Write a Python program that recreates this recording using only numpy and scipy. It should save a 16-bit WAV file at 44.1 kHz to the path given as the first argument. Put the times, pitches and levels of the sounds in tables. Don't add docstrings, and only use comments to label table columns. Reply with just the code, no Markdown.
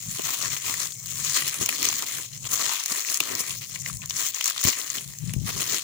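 import sys
import numpy as np
from scipy import signal
from scipy.io import wavfile

SR = 44100
rng = np.random.default_rng(int(sys.argv[2]) if len(sys.argv) > 2 else 0)


def elevation(decibels):
    levels = np.asarray(decibels, float)
    return 10 ** (levels / 20)


def generate_wav(signal):
    frames = np.transpose(np.atleast_2d(signal))
    scaled = np.clip(frames, -1, 1) * 32767
    pcm = np.round(scaled).astype(np.int16)
    wavfile.write(sys.argv[1], SR, pcm)


N = 257103
FILM_HZ = 5740

# time in seconds, boom level in dB, air puff level in dB, fade time in seconds.
HAND_BUMPS = [(0.195, -36.5, -48, 0.013), (.45, -55, -46, 0.058), (.694, -49, -54.5, 0.065),
              (1.19, -76, -40, 0.097), (1.44, -53, -42.5, 0.061), (1.615, -37, -37, 0.033),
              (1.72, -48, -62, 0.047), (1.83, -42.5, -48.5, 0.12), (2.031, -39, -54, 0.012),
              (2.201, -49, -46, 0.029), (2.67, -54, -43, 0.024), (2.918, -44.5, -45, 0.017),
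              (3.1, -73, -49, 0.011), (3.213, -33, -39.5, 0.0087), (3.33, -43, -49, 0.062),
              (3.408, -41, -46, 0.016), (3.54, -65, -45, 0.035), (3.828, -77, -43, 0.011),
              (4.657, -27, -36, 0.0076), (4.676, -32.5, -40, 0.019), (4.82, -48, -63, 0.015),
              (4.981, -48, -47, 0.045), (5.295, -73, -31, 0.034), (5.36, -67, -50, 0.027),
              (5.45, -56, -35, 0.026), (5.57, -44, -52, 0.089), (5.73, -44, -59, 0.086)]


def rms_one(x):
    return x / np.sqrt(np.mean(x ** 2) + 1e-20)


def band(x, hz, kind, order=2):
    return signal.sosfilt(signal.butter(order, hz, kind, fs=SR, output="sos"), x)


def peak(x, hz, width_hz, db):
    w, g = 2 * np.pi * hz / SR, elevation(db / 2)
    a = np.tan(np.pi * width_hz / SR)
    above = [1 + a * g, -2 * np.cos(w), 1 - a * g]
    below = [1 + a / g, -2 * np.cos(w), 1 - a / g]
    return signal.lfilter(above, below, x)


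def drift(rate_hz):
    r = np.exp(-2 * np.pi * rate_hz / SR)
    noise = rng.standard_normal(N + SR)
    return rms_one(signal.lfilter([1], [1, -2 * r, r * r], noise)[SR:])


def sides(pan_db):
    return elevation(np.array([pan_db / 2, -pan_db / 2]))


def swell(s, db, fade_s, rest_db, steep=0.89):
    rise_share = 0.78
    t = np.arange(0, N, 64) / SR
    late = (t - s[:, None]) / np.maximum(fade_s, .005)[:, None]
    fall_db = 10 * steep * np.maximum(late, -late / rise_share)
    power = elevation(db[:, None] - fall_db) ** 2
    level_db = 10 * np.log10(power.sum(axis=0) + elevation(rest_db) ** 2)
    return np.interp(np.arange(N) / SR, t, level_db)


def pause_db(column):
    # middle in seconds, length in seconds, drop of the folds in dB, drop of the film in dB.
    pauses = [(.98, 0.14, 2, -2), (2.29, 0.051, 11, 4), (2.414, 0.069, 14, 3), (3.588, 0.049, 12, -1.5),
              (3.685, 0.049, 11, -1.5), (3.81, 0.033, 8, -3.5), (3.982, 0.086, 7, -0.5),
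              (4.092, 0.032, 10, 0.5), (3.195, 0.011, 11, 9), (4.323, 0.026, 7, 7), (4.539, 0.032, 7.5, 3),
              (1.515, 0.017, 6, 5), (2.053, 0.021, 11, 7), (1.678, 0.013, 3, 10), (4.618, 0.027, 11, 0.5),
              (5.186, 0.11, 1.5, -1), (5.405, 0.096, 12, 4)]
    t = np.arange(0, N, 64) / SR
    drop_db = sum(row[column] * np.exp(-(2 * (t - row[0]) / row[1]) ** 4) for row in pauses)
    return np.interp(np.arange(N) / SR, t, drop_db)


def pull():
    # peak time in seconds,
    # film level in dB, fade time in seconds, wide folds re film in dB, bag re film in dB.
    tugs = [(0.0, -34.5, 0.058, -4.5, -26), (0.124, -31, 0.049, -8.5, -35), (0.29, -27.5, 0.18, -5, -13),
            (0.439, -30.5, 0.065, -3.5, -8), (0.536, -30, 0.052, -4.5, -10.5),
            (0.684, -25, 0.077, -4.5, -15), (0.821, -25.5, 0.053, -7, -13.5),
            (1.064, -59, 0.73, -6, -27), (1.153, -31.5, 0.13, -11, -19.5), (1.248, -27, 0.011, -7, -12),
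            (1.364, -24, 0.19, -5, -14.5), (1.481, -24, 0.012, -5, -37), (1.552, -29, 0.02, -13, -8.5),
            (1.622, -28.5, 0.034, -5, -12), (1.715, -29, 0.2, -5, -11), (1.851, -22, 0.048, -4, -15.5),
            (1.974, -30.5, 0.2, -3, -13.5), (2.152, -30.5, 0.081, -7.5, -13.5),
            (2.346, -37.5, 0.037, -6, -36), (2.455, -34.5, 0.032, -1, -4),
            (2.53, -23.5, 0.039, -9, -11.5), (2.613, -26, 0.12, -6.5, -10.5),
            (2.72, -25.5, 0.048, -4, -22), (2.804, -30.5, 0.12, -0.5, -22),
            (2.915, -27.5, 0.046, -5.5, -8), (2.977, -26, 0.067, -5.5, -13),
               (3.113, -24.5, 0.069, -9, -14.5), (3.298, -33, 0.18, -0.5, -5),
               (3.401, -24, 0.023, -13, -18), (3.499, -30, 0.058, -6.5, -22),
               (3.631, -37, 0.073, -0.5, -15), (3.753, -38.5, 0.1, -5.5, -12),
               (3.881, -32, 0.06, -6.5, -15.5), (4.036, -44, 0.022, 5.5, -1),
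               (4.101, -26.5, 0.0087, 2.5, -35), (4.207, -25, 0.085, -6, -14.5),
               (4.269, -27, 0.038, -7, -21), (4.363, -34, 0.041, -3.5, -15),
               (4.465, -29.5, 0.085, -23, -40), (4.485, -38, 0.12, 7.5, -9), (4.662, -23, 0.065, -3.5, -11),
               (4.796, -29.5, 0.11, -6.5, -11.5), (4.956, -28.5, 0.063, -3.5, -15),
               (5.115, -47, 0.096, -3, -17), (5.298, -49.5, 0.16, 3.5, -9), (5.491, -31, 0.026, 1.5, -3),
               (5.606, -28.5, 0.16, -4, -11), (5.733, -25.5, 0.072, -5, -13.5)]
    s, db, fade_s, fold_db, bag_db = np.array(tugs).T
    low_db = pause_db(column=2)
    film = swell(s, db, fade_s, rest_db=-43) - pause_db(column=3)
    folds = swell(s, db + fold_db, fade_s, rest_db=-72, steep=0.93) - low_db
    ring = swell(s, db + bag_db, fade_s, rest_db=-88, steep=1.19) - low_db
    boom = swell(s, db + bag_db - 7.5, fade_s, rest_db=-63.5, steep=1.33) - 0.26 * low_db
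    return film, folds, ring, boom


def cracks(decay_s, alike, size):
    t = np.arange(size) / SR
    common, left, right = np.moveaxis(rng.standard_normal((len(decay_s), 3, size)), 1, 0)
    alike = np.clip(alike, 0, 1)
    pair = np.sqrt(alike) * common + np.sqrt(1 - alike) * np.array([left, right])
    onset = 1 - np.exp(-t / .0001)
    return pair * np.exp(-t / decay_s[:, None]) * onset


def scatter(bursts, times):
    lag_s, lag_spread_s = .00095, .00004
    lag = lag_s + lag_spread_s * rng.standard_normal(len(times))
    out = []
    for wave, start in zip(bursts, (times + lag, times)):
        at = np.round(start * SR).astype(int)[:, None] + np.arange(wave.shape[1])
        out.append(np.bincount(at.ravel(), wave.ravel(), N + SR)[:N])
    return np.array(out)


def buckles(count=17000):
    when, size, length, colour = rng.random((count, 4)).T
    times = when * N / SR
    size_db = 2.06 * np.minimum(-np.log(1 - size), 3.8)
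    size_db = size_db + 1.28 * drift(32.0)[(times * SR).astype(int)]
    bursts = cracks(.00016 * elevation(14 * length), alike=0.73, size=120)
    bursts = bursts + (2 * colour[:, None] - 1) * np.roll(bursts, 4, axis=2)
    return scatter(bursts * elevation(size_db)[:, None], times)


def bag_boom(grains, boom_db):
    boom = rms_one(band(grains, [220, 760], "band", order=3)) * elevation(boom_db + 2.0)
    s, bump_db, _, fade_s = np.transpose(HAND_BUMPS)
    thud_db = swell(s, bump_db, 0.55 * fade_s, rest_db=-120)
    return boom + rms_one(band(grains, [210, 480], "band")) * elevation(thud_db + 2.5)


def bag_ring(grains, ring_db):
    # peak time in seconds, level in dB, fade time in seconds.
    drumming = [(.27, -52, 0.023), (.33, -47, 0.036), (.69, -47, 0.046), (1.02, -72, .03),
                (1.36, -72, 0.043), (2.03, -40, 0.011), (2.53, -61, 0.023), (2.59, -44, 0.02),
                (2.66, -48, .015), (2.70, -40, .015), (2.73, -37, .02), (2.8, -45, 0.04),
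                (4.49, -50, 0.033), (5.49, -64, 0.025)]
    panel_hz, panel_width_hz = 1090, 550
    ring = rms_one(band(grains, [950, 1400], "band")) * elevation(ring_db - 4.5)
    s, db, fade_s = np.transpose(drumming)
    panel = band(grains, [panel_hz - panel_width_hz / 2, panel_hz + panel_width_hz / 2], "band")
    return ring + rms_one(panel) * elevation(swell(s, db, fade_s, rest_db=-120))


def crinkle():
    film_db, sheet_db, ring_db, boom_db = pull()
    grains = buckles()
    boom = bag_boom(grains, boom_db)
    bag = bag_ring(grains, ring_db)
    lean_db = ring_db - sheet_db
    lean_db = np.clip(lean_db - np.mean(lean_db), -18, 2)
    edges_hz = 1500 * 2 ** np.arange(0, 3.6, .35)
    patches = []
    for k in range(10):
        patch_db = 1.9 * drift(7.5) + 0.68 * lean_db / (1 + k)
        if k > 7:
            patch_db = patch_db + 0.19 * (film_db - film_db.mean())
        if k < 5:
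            patch_db = patch_db + 0.17 * k * pause_db(column=2)
        patches.append((-1) ** k * band(grains, edges_hz[k:k + 2], "band") * elevation(patch_db))
    sheet = rms_one(sum(patches[:5])) * elevation(sheet_db - 1.5)
    film = rms_one(band(sum(patches[5:]), 3000, "high", order=4)) * elevation(film_db - 5.0)
    return (boom - bag + sheet + film) * sides(0.93 * drift(1.9))


def snaps(rows, decay_s):
    times, level_db, fold_hz, bright_db = rows.T
    decay_s = decay_s * elevation(.15 * (level_db - level_db.mean()))
    bursts = cracks(decay_s, alike=0.58, size=500)
    bright = band(bursts * np.exp(-np.arange(500) / SR / .0012), 4000, "high")
    folds = [band(bursts[:, k], [hz / 1.193, hz * 1.33], "band") for k, hz in enumerate(fold_hz)]
    folds = np.swapaxes(np.array(folds), 0, 1)
    sheet_gain = elevation(-9.0 + 0.35 * np.clip(level_db + 13.5, 0, 20))
    folds = folds + sheet_gain[:, None] * band(bursts, [850, 5200], "band")
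    bright = bright / bright[:, :, :80].std(axis=(0, 2), keepdims=True)
    folds = folds / folds[:, :, :80].std(axis=(0, 2), keepdims=True)
    fold_gain = elevation(level_db - 14.5) / np.sqrt(1 + elevation(bright_db) ** 2)
    mixed = folds + bright * elevation(bright_db - 6.0)[:, None]
    return scatter(mixed * fold_gain[:, None], times - .0012)


def stray_snaps(count=70):
    when, size, pitch, colour = rng.random((count, 4)).T
    fold_db = pull()[1][(when * N).astype(int)]
    level_db = fold_db - 5 + 0.5 * np.log(1 - size)
    fold_hz = FILM_HZ * (0.25 + 0.44 * np.sqrt(pitch))
    bright_db = 11 + 16 * (colour - .5)
    return np.transpose([0.0012 + when * N / SR, level_db, fold_hz, bright_db])


def loud_snaps():
    # time in seconds, level in dB, fold pitch in Hz, brightness in dB.
    fold_rows = [(.6627, -11, 2200, 2), (.741, -2.5, 1980, 9.5), (1.4226, -11, 2080, -16),
                 (1.543, 0, 2500, 11.5), (1.661, 4, 2800, 15), (1.6908, 5.5, 2260, 6.5),
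                 (1.8289, 2, 2280, 11), (1.9276, -2.5, 2260, 6), (2.0234, -1, 3360, 10),
                 (2.3324, -21.5, 3520, -3), (2.444, -20, 2600, 0), (2.6939, -9, 1100, -25),
                 (3.0875, -12.5, 2570, -20), (3.1732, 1.5, 2200, 20), (3.2038, 9.5, 2830, 8.5),
                 (3.5077, -12, 2640, -7), (3.6172, -15, 2190, 8), (3.759, -12, 1930, -7),
                 (3.8614, -8, 2040, -8), (3.899, -14.5, 1270, -4), (4.0188, -20.5, 2570, -9),
                 (4.107, -12, 3230, -22), (4.41, 0, 2500, 6), (4.4658, -4, 1320, 11),
                 (4.5783, -7, 3050, -1.5), (4.651, 6, 3020, 12), (4.7302, -10, 2300, -9),
                 (4.9838, -8.5, 2800, 1), (5.3372, -4, 2480, 12), (5.474, -20, 3340, -10)]
    # time in seconds, level in dB, brightness in dB.
    film_rows = [(0.0857, -17, 16), (0.8015, -9, 8), (1.071, -14, 23), (1.2973, -2.5, 11),
                 (1.4862, -0.5, 23), (1.526, -12, 28), (1.619, -4, 17), (1.853, 6.5, 34), (1.8878, 3, 10),
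                 (1.99, -12, 6), (2.5566, -7, 4.5), (2.838, -4.5, 28), (2.8602, 3, 18), (3.144, 3, 33),
                 (3.3524, -2, 17), (3.396, -3, 18), (4.0586, -7, 20), (4.0979, -7, 11), (4.166, -6, 11),
                 (4.346, -11, 5), (4.4426, 1.5, 14), (4.458, 3.5, 22), (4.5, 2, 29), (4.64, 6, 25),
                 (4.6638, -2, 13), (4.672, -7, 0), (4.6794, 4, 19), (4.686, -6, 0), (4.9015, -9, 2),
                 (5.187, -12, 38)]
    taut = [(s, db, FILM_HZ, bright_db) for s, db, bright_db in film_rows]
    return snaps(np.vstack([fold_rows, taut, stray_snaps()]), decay_s=0.0015)


def ticks():
    # time in
    # seconds, peak level in dB, fold pitch in Hz, brightness in dB.
    tick_rows = [(0.0223, -25, 4160, 8), (0.0634, -20, 3970, 13), (0.1126, -23, 2250, 17),
                 (0.185, -13, 3250, 8), (0.217, -19, 2950, 8), (0.2526, -19, 4390, 8),
                 (0.3393, -9, 4260, 10), (0.4375, -16, 2760, 2), (0.519, -13.5, 3200, 8),
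                 (0.5659, -11, 2680, 4), (0.639, -21, 4220, 11), (0.6876, -21, 1220, 14),
                 (0.8567, -14.5, 1090, 7), (0.921, -21, 3720, 1), (0.9525, -26, 3500, 10),
                 (1.0011, -27, 4440, 10), (1.0591, -11.5, 4105, 15), (1.0988, -18.5, 4470, 17),
                 (1.1194, -19, 4050, 12), (1.2294, -29, 4320, 11), (1.275, -17, 4350, 3),
                 (1.4431, -26, 3980, 4), (1.4782, -10.5, 2130, 6), (1.8117, -13, 2900, 10),
                 (1.8996, -10, 2980, 3), (2.035, -15, 2170, 4), (2.0657, -14, 4350, 11),
                 (2.1026, -16, 2160, 8), (2.1211, -12, 3030, 20), (2.135, -23, 4250, 7),
                 (2.365, -29, 4400, 15), (2.185, -20, 1370, 1), (2.453, -15.5, 2710, 2),
                 (2.502, -18, 2880, 11), (2.5173, -10.5, 1000, 9.5), (2.6, -13, 1030, 5),
                 (2.614, -14, 4340, -4), (2.6797, -19, 1180, 10), (2.7154, -10.5, 1100, 3),
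                 (2.747, -16, 3470, -1), (2.798, -13, 4200, 8), (2.8805, -10, 3230, 17),
                 (2.9192, -12.5, 4420, 2), (2.959, -13, 1960, 4), (2.9943, -11, 4080, 8),
                 (3.0479, -12, 2000, 7), (3.099, -9, 4420, 8), (3.1265, -15, 4080, 12),
                 (3.2923, -19, 2210, 0), (3.324, -18, 4200, 20), (3.4425, -25, 4370, 8),
                 (3.4787, -15, 4140, 20), (3.4994, -19, 3100, 5), (3.537, -18.5, 3760, 14),
                 (3.6264, -23, 2500, 7), (3.695, -24, 4240, 6), (3.7993, -33, 4430, 13),
                 (3.821, -19, 2150, 12), (3.9292, -18, 4470, 18), (3.9564, -33, 4140, 0),
                 (3.97, -15.5, 4050, 34), (4.14, -22, 4280, 5), (4.177, -15, 4300, 10),
                 (4.2413, -14, 3200, 7), (4.478, -1, 4430, 13), (4.5622, -17.5, 1310, 1.5),
                 (4.6128, -10, 1330, 11), (4.75, -24, 3170, 4), (4.78, -13, 1340, 16),
                 (4.8144, -13, 3460, 5), (4.961, -16, 2900, 19), (5.009, -16, 2720, 12),
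                 (5.077, -15.5, 3780, 16), (5.0993, -28, 3890, 12), (5.2036, -28, 2110, 7),
                 (5.2767, -29, 4170, 0), (5.2947, -25.5, 2110, -4), (5.3971, -39, 3600, 8),
                 (5.5494, -20, 3270, 1), (5.6, -14, 2290, 2), (5.6403, -12, 4400, 5), (5.689, -12, 2950, 8),
                 (5.7644, -15, 3240, 2),
                 (0.2905, -14, 1060, 2), (0.4094, -15, 2570, 4), (0.47, -28, 4310, 8),
                 (0.5817, -34, 2210, 13), (0.6977, -13.5, 1080, 3.5), (0.873, -14, 3760, 8),
                 (1.7072, -13, 2910, 3), (1.7256, -14, 1980, -3), (1.996, -16, 3080, 4),
                 (2.2, -18, 1250, 5), (2.2324, -18, 3970, 8), (2.5324, -19, 1150, 6),
                 (2.7344, -12, 3230, 6), (3.1346, -17, 3360, 12), (3.1512, -16, 4330, 12),
                 (3.4094, -15, 4340, 12), (3.8794, -34, 1750, 15), (4.027, -28, 2000, 0),
                 (4.214, -26, 4020, 16), (4.044, -35, 1220, 4), (4.373, -21, 1180, 4),
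                 (4.389, -16, 2000, 6), (4.458, -15, 1210, 3), (4.492, -11, 1240, 4), (4.507, -12, 1300, 5),
                 (5.0244, -31, 3760, 8), (5.124, -28, 4380, 4), (5.1344, -27, 1950, 7),
                 (5.1505, -29, 1930, 8), (5.482, -15, 3430, 16), (5.62, -11, 3990, 11),
                 (5.772, -9, 3200, 6), (5.7828, -7, 3060, 7), (5.7934, -11.5, 3190, 8)]
    rows = np.array(tick_rows)
    return snaps(rows + [.001, 5, 0, 0], decay_s=0.00055)


def singing():
    # start in seconds, level in dB, pitch in Hz, decay in seconds.
    strips = [
        (.954, -60, 2200, .04),
        (2.079, -45, 2150, .012),
        (3.985, -60, 1000, .025),
        (3.68, -57, 3400, .02),
    ]
    start_s, level_db, pitch_hz, decay_s = np.transpose(strips)
    bursts = cracks(decay_s, alike=1.0, size=5000)
    rings = [band(bursts[:, k], [hz / 1.03, hz * 1.03], "band") for k, hz in enumerate(pitch_hz)]
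    rings = np.array(rings)
    rings = rings / rings[:, :, :900].std(axis=(1, 2), keepdims=True)
    return scatter(np.swapaxes(rings, 0, 1) * elevation(level_db)[:, None], start_s)


def thumps():
    # start in seconds, level in dB, pitch in Hz, left-right difference in dB.
    slumps = [(0.196, -31, 250, 3), (1.609, -29, 170, 4), (2.916, -29, 198, 3), (3.207, -37, 150, -4),
              (4.6491, -11, 107, 16.5), (4.672, -18, 129, 16), (4.978, -32, 200, 4),
              (5.238, -23.5, 128, 13), (5.339, -22, 127, 19), (5.417, -22.5, 120, 23),
              (5.363, -16, 129, 19), (5.57, -39, 250, 4)]
    damping_cycles = 0.65
    out = np.zeros((2, N))
    for s, db, hz, pan_db in slumps:
        turn = np.arange(SR // 10) / SR * hz
        swing = np.sin(2 * np.pi * turn ** 0.78) * np.exp(-turn * 2.0 / damping_cycles)
        at = round(s * SR)
        out[:, at:at + len(swing)] += elevation(db) * swing * sides(pan_db)[:, None]
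    return band(band(out, 71, "high", order=3), 306, "low", order=3)


def room(x):
    t60_s, tail_db = .13, -21
    echo_s, echo_gain, echo_cut_hz = .00125, .35, 1100
    t = np.arange(SR // 2) / SR
    tail = rng.standard_normal((2, len(t))) * elevation(-60 * t / t60_s) * (t > .004)
    tail = tail / np.sqrt(np.sum(tail ** 2, axis=1, keepdims=True))
    echo = band(x, echo_cut_hz, "low", order=1)
    echo = np.pad(echo, ((0, 0), (round(echo_s * SR), 0)))[:, :N]
    return x - echo_gain * echo + elevation(tail_db) * signal.fftconvolve(x, tail, axes=1)[:, :N]


def rumble():
    # time in seconds, level in dB, left-right difference in dB.
    air_rows = [(0, -50, 10), (.08, -39, 3), (.36, -58, 3), (.75, -48, 13), (1.15, -45.5, 3.5),
                (1.3, -69, 0), (2, -56, -1), (2.45, -41, 2), (2.72, -63, -4), (2.82, -78, -3),
                (3.2, -60, 4), (4.03, -38, 1.5), (4.42, -61.5, 6), (4.9, -60.5, 3), (5.05, -46, 7),
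                (5.2, -41.5, 8), (5.39, -29, 22), (5.83, -57.5, -3)]
    row_s, row_db, row_pan_db = np.transpose(air_rows)
    t = np.arange(N) / SR
    hum_db, pan_db = np.interp(t, row_s, row_db), np.interp(t, row_s, row_pan_db)
    s, _, air_db, fade_s = np.transpose(HAND_BUMPS)
    puff_db = swell(s, air_db, fade_s, rest_db=-120)
    level_db = 10 * np.log10(elevation(hum_db) ** 2 + elevation(puff_db) ** 2)
    pan_db = pan_db + 34 * np.clip((puff_db + 39.0) / 20, 0, 1)
    common, left, right = rng.standard_normal((3, N))
    noise = band(1.47 * common + np.array([left, right]), 46, "high", order=3)
    low = band(band(noise, [85, 190], "band", order=3), 300, "low", order=4)
    low = low + elevation(-0.5) * band(noise, [56, 90], "band") * [[1], [.4]]
    low = peak(peak(low, 108, 25, 8), 145, 30, 5)
    gust = rms_one(band(noise, [55, 330], "band", order=3)) * elevation(level_db + 28.0 - 26.0)
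    lumps = elevation(4.1 * np.array([drift(6.4), drift(9.0)]))
    share = sides(pan_db)
    return (rms_one(low * lumps) + gust * lumps) * elevation(level_db + 8.5) * share / share.sum(axis=0)


def hiss():
    high = elevation(-58) * band(rng.standard_normal((2, N)), 4000, "high", order=1)
    middle = elevation(-68) * band(rng.standard_normal((2, N)), [350, 2500], "band", order=1)
    return high + middle


def scene():
    film = room(singing() + crinkle() + loud_snaps())
    return film + room(ticks()) + thumps() + rumble() + hiss()


def roll_off(x):
    return signal.sosfilt(signal.butter(12, 15860, fs=SR, output="sos"), x)


def record(dry):
    # frequency in Hz, width in Hz, gain in dB.
    left_modes = [(637, 190, 6), (1500, 220, 3), (2200, 1820, 4.5), (6995, 3950, 19.5), (11740, 4560, -14),
                  (14060, 1030, 7.5), (15100, 550, 13.5)]
    # frequency in Hz, width in Hz, gain in dB.
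    right_modes = [(698, 220, 5.5), (5780, 2400, 7.5), (8340, 1800, -3.5), (10190, 2600, 8.5),
                   (13700, 1750, -6), (13900, 960, -9), (15220, 290, 21.5)]
    left, right = dry
    for hz, width_hz, db in left_modes:
        left = peak(left, hz, width_hz, db)
    for hz, width_hz, db in right_modes:
        right = peak(right, hz, width_hz, db)
    ports = np.array([left * elevation(-2.5), right * elevation(-4.0)])
    treble = signal.sosfiltfilt(signal.butter(4, 8600, "high", fs=SR, output="sos"), ports)
    ports = ports + .22 * treble[::-1]
    top_cut = signal.cheby2(16, 28, 16500, fs=SR, output="sos")
    ports = signal.sosfilt(top_cut, np.tanh(ports))
    return roll_off(ports)


dry = scene()
out = record(dry)
generate_wav(out)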